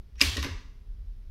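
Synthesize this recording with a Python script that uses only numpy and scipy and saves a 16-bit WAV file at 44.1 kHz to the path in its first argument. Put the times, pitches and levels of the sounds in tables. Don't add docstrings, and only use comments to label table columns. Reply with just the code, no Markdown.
import sys
import numpy as np
from scipy import signal
from scipy.fft import rfft, irfft, next_fast_len
from scipy.io import wavfile

SR = 44100
rng = np.random.default_rng(int(sys.argv[2]) if len(sys.argv) > 2 else 0)


def master(y):
    cut = np.clip(np.atleast_2d(y).T, -1, 1)
    pcm = np.round(cut * 32767)
    wavfile.write(sys.argv[1], SR, pcm.astype(np.int16))


def field_ratio(decibels):
    return 10 ** (np.asarray(decibels, dtype=float) / 20)


N = 57330


def unit(x):
    return x / np.sqrt(np.mean(x ** 2) + 1e-20)


def along(points, hz):
    f, v = np.transpose(points)
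    return np.interp(np.log(hz + 1), np.log(f + 1), v)


def filtered(x, response):
    m = next_fast_len(len(x) + 8192)
    return irfft(rfft(x, m) * response(np.fft.rfftfreq(m, 1 / SR)), m)[:len(x)]


def add(track, s, x):
    part = track[max(round(s * SR), 0):][:len(x)]
    part += x[:len(part)]


def resonant(peaks, f):
    total = 0
    for k, (centre, width, db) in enumerate(peaks):
        total = total + (-1) ** k * field_ratio(db) * 1j * f * width / (centre ** 2 - f ** 2 + 1j * f * width)
    return total


def struck(hits, modes, attack_s):
    scatter_db, detune = 2, 0.01
    out, t = np.zeros(N), np.arange(SR // 4) / SR
    for s, db in hits:
        ring = np.zeros(len(t))
        for hz, level, t60 in modes:
            louder, sharper = rng.standard_normal(2)
            decay = field_ratio(level + scatter_db * louder - 60 * t / t60)
            ring += decay * np.sin(2 * np.pi * hz * (1 + detune * sharper) * t)
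        add(out, s, field_ratio(db) * ring * (1 - np.exp(-t / attack_s)))
    return out


def rough_grit(hold):
    jumps = field_ratio(4 * rng.standard_normal(N // hold + 1))
    return rng.standard_normal(N) * jumps.repeat(hold)[:N]


def swells(events):
    t, out = np.arange(N) / SR, np.zeros(N)
    for s, length, hz, db in events:
        swell = np.exp(-((t - s) / (0.4 * length)) ** 2)
        out += field_ratio(db) * swell * np.cos(2 * np.pi * hz * (t - s))
    return out


# frequency in Hz, level in dB
RUMBLE = [(15, -14), (28, 0), (53, -2.5), (75, -6), (110, -20), (200, -73.5)]
AIR = [(90, 1), (180, -15.5), (420, -23.5), (700, -31.5), (5500, -38), (7500, -50), (12000, -45.5),
       (16000, -52)]
# frequency in Hz, level in dB
FAN = [(146, -72), (207, -68), (417, -77.5)]


def background():
    rumble_db, air_db = -47.5, -55
    t = np.arange(N) / SR
    rumble = unit(filtered(rng.standard_normal(N), lambda f: field_ratio(along(RUMBLE, f))))
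    air = unit(filtered(rng.standard_normal(N), lambda f: field_ratio(along(AIR, f))))
    fan = np.zeros(N)
    for hz, db in FAN:
        waver = np.cumsum(rng.normal(0, 0.02, N))
        fan += field_ratio(db) * np.sin(2 * np.pi * hz * t + waver)
    return field_ratio(rumble_db) * rumble + field_ratio(air_db) * air + fan


# middle in seconds, length in seconds, pitch in Hz, level in dB
TREMORS = [(.002, 0.029, 38.8, -34.5), (0.074, 0.03, 55.3, -52), (0.698, .08, 27.5, -39.5),
           (0.919, 0.093, 36.15, -33), (0.999, 0.083, 48.2, -34.5), (1.1, 0.089, 40, -31.5),
           (1.19, 0.097, 35.3, -37.5), (1.277, 0.045, 30.3, -36)]


def floor():
    return swells(TREMORS)


# frequency in Hz, t60 in seconds
ROOM = [(200, 0.8), (600, .5), (1400, 0.56), (3700, 0.5), (7000, 0.56), (12000, 0.32)]
# frequency in Hz, level in dB
ROOM_COLOUR = [(200, 5), (700, 1.5), (1300, 2.5), (3800, 1.5), (8000, -2.5), (15000, -3.5)]


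def room(x):
    wall_s = 0.0013
    hz, t, z = signal.stft(rng.standard_normal(SR), SR, nperseg=256)
    decay_db = along(ROOM_COLOUR, hz)[:, None] - 60 * t / along(ROOM, hz)[:, None]
    tail = signal.istft(z * field_ratio(decay_db), SR, nperseg=256)[1]
    tail = tail * (1 - np.exp(-np.arange(len(tail)) / SR / wall_s))
    return signal.fftconvolve(x, tail / np.linalg.norm(tail))[:N]


# middle in seconds, length in seconds, pitch in Hz, level in dB
SHIVERS = [(0.179, 0.12, 59.4, -40), (0.226, 0.0403, 60.02, -38), (0.258, .05, 67, -27.5),
           (0.281, 0.05, 72.1, -23), (0.298, 0.033, 71, -30), (0.338, 0.064, 93.5, -34),
           (.394, 0.041, 75, -25), (0.424, 0.064, 74.7, -28), (0.524, 0.071, 83.8, -31.5),
           (.567, 0.063, 36, -32)]


def desk():
    return swells(SHIVERS)


# start in seconds, level in dB
KNOCKS = [
    (.209, -42),
    (.2145, -27.5),
    (0.363, -36),
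    (0.375, -32.5),
    (0.4381, -41),
    (.449, -33),
]
# frequency in Hz, level in dB, t60 in seconds
CASE = [(139.9, -10.5, .08), (188, -16.5, 0.051), (227.6, -10.5, 0.068), (270.8, 0.5, 0.097),
        (371.4, -6, 0.089), (428, -5, .06), (570, -7, 0.069), (1003, -18, 0.079)]


def case_knocks():
    return struck(KNOCKS, CASE, 0.0015)


# frequency in Hz, width in Hz, level in dB
PANELS = [(140, 46, 3), (186, 55, 0.5), (232.3, 50, -1), (355, 70, -0.5), (430, 80, -3.5), (583, 49, -8)]


def shudder():
    shudder_db, t60, rise_s = -13.5, 0.45, 0.0066
    t, size = np.arange(N) / SR, np.zeros(N)
    for s, db in KNOCKS:
        since = np.maximum(t - s, 0)
        size += field_ratio(db + shudder_db - 60 * since / t60) * (1 - np.exp(-since / rise_s))
    shaking = filtered(rng.standard_normal(N), lambda f: resonant(PANELS, f) / (1 + 1j * f / 700))
    return size * unit(shaking)


# start in seconds, level in dB
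SPRING = [
    (.166, -55),
    (.1738, -59.5),
    (.1778, -61.5),
]


def spring():
    return struck(SPRING, [(5600, 0, 0.03)], 0.0008)


# start in seconds, level in dB, scrape length in seconds, tilt in dB per octave
LEVERS = [(.154, -64.5, 0.0095, -4), (0.196, -42, 0.0029, 0), (.2055, -28.5, 0.0093, -2),
          (0.2132, -28, 0.016, 3.5), (0.2215, -21.5, 0.0022, -1), (0.244, -37.5, .015, 2),
          (.367, -31, 0.0072, -0.5), (.376, -40, 0.0086, -4), (0.387, -47.5, 0.02, 2.5),
          (.423, -49, 0.029, 10), (.4258, -32.5, 0.0061, -2.5), (0.437, -36.5, 0.0039, -6),
          (.443, -34, 0.0073, -3), (0.463, -47.5, 0.0086, -10)]
# frequency in Hz, width in Hz, level in dB
FRAME = [(1050, 255, -5.5), (1944, 430, -1.5), (2745, 730, -2), (3630, 700, -1), (4787, 950, -2),
         (6200, 1500, -7), (9000, 1240, -15.5), (11270, 2000, -18), (14600, 1200, -27)]


def levers():
    out, t = np.zeros(N), np.arange(SR // 10) / SR
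    for s, db, length, tilt_db in LEVERS:
        shape = np.exp(-(t / length) ** 1.6) * (1 - np.exp(-t / 0.001))
        grit = rng.standard_normal(len(t)) * shape
        burst = filtered(grit, lambda f: field_ratio(tilt_db * np.log2((f + 50) / 3000)) * resonant(FRAME, f))
        add(out, s, field_ratio(db) * burst / np.sqrt(np.sum(burst ** 2) / (length * SR)))
    return out


# frequency in Hz, width in Hz, level in dB
PIVOT = [(1715, 330, -3.5), (2500, 350, -0.5), (5743, 650, -5.5)]


def creak():
    start_s, end_s, last_db, rise_db_per_s = 0.178, 0.207, -44.5, 599
    t = np.arange(N) / SR
    swing = field_ratio(last_db + rise_db_per_s * np.minimum(t - end_s, 0)) * (t > start_s) * (t < end_s)
    return unit(filtered(rough_grit(40), lambda f: resonant(PIVOT, f))) * swing


# time in seconds, level in dB
SLIDE = [
    (.214, -50),
    (.225, -34.5),
    (.26, -35),
    (.3, -40),
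    (.345, -42.5),
    (.362, -43),
    (.375, -59),
]
# frequency in Hz, width in Hz, level in dB
RAIL = [(802, 400, -9.5), (3000, 1300, -0.5), (4470, 1300, 1), (8000, 2500, -14), (11450, 2500, -18)]


def carriage():
    t = np.arange(N) / SR
    level_db = np.interp(t, *np.transpose(SLIDE), left=-120, right=-120)
    return unit(filtered(rough_grit(60), lambda f: resonant(RAIL, f))) * field_ratio(level_db)


# start in seconds, level in dB
LANDING = [
    (.4265, -50),
    (.4385, -40),
    (.4445, -47.5),
]
# frequency in Hz, level in dB, t60 in seconds
REST = [(1056, -4, 0.056), (3020, -14, 0.016), (8750, -20, .1), (11800, -14, .03), (14500, -14, .05)]


def landing():
    return struck(LANDING, REST, 0.0005)


# start in seconds, level in dB
JOLTS = [
    (.2085, -30.5),
    (.2136, -15),
    (.2172, -16.5),
    (.219, -24),
    (.2275, -30),
    (.232, -25),
    (.2345, -28),
]
# frequency in Hz, level in dB, t60 in seconds
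ROLLER = [(1950, -6, .022), (2350, 0, .028), (2560, -5, .02), (3650, -8, .015)]


def roller():
    return struck(JOLTS, ROLLER, 0.0003)


# start in seconds, level in dB
SLAPS = [
    (0.2134, -4.5),
    (0.2209, -21.5),
]
# frequency in Hz, level in dB, t60 in seconds
BAR = [(2784, -7, 0.024), (3280, -11.5, 0.015), (3956, -9, 0.02), (4950, -0.5, 0.012), (5050, -6.5, 0.0064),
       (6200, -13.5, .012), (7950, -9, 0.015), (9920, -30, 0.018), (11550, -15.5, 0.0053)]


def type_bar():
    return struck(SLAPS, BAR, 0.00044)


def paper():
    crack_db, t60 = -16.5, 0.01
    crack, t = np.zeros(N), np.arange(SR // 20) / SR
    for s, db in SLAPS:
        add(crack, s, field_ratio(db + crack_db - 60 * t / t60) * rng.standard_normal(len(t)))
    return filtered(crack, lambda f: (1j * f / (2200 + 1j * f)) ** 2 / (1 + 1j * f / 6000))


def scene():
    metal_send_db, crack_send_db, case_send_db, wet_db = -20, 16, -12, -4
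    rings = type_bar() + roller() + spring()
    crack = paper()
    scrapes = levers() + creak() + carriage() + landing()
    case = case_knocks()
    send = field_ratio(metal_send_db) * rings + field_ratio(crack_send_db) * crack + scrapes + field_ratio(case_send_db) * case
    machine = rings + crack + scrapes + case + shudder()
    return (machine + field_ratio(wet_db) * room(send) + desk() + floor() + background())[None]


def band_limit(x):
    return signal.sosfilt(signal.butter(12, 16150, fs=SR, output="sos"), x)


def record(dry):
    mix = filtered(dry[0], lambda f: np.clip((16100 - f) / 300, 0, 1))[None]
    return band_limit(mix)


dry = scene()
out = record(dry)
master(out)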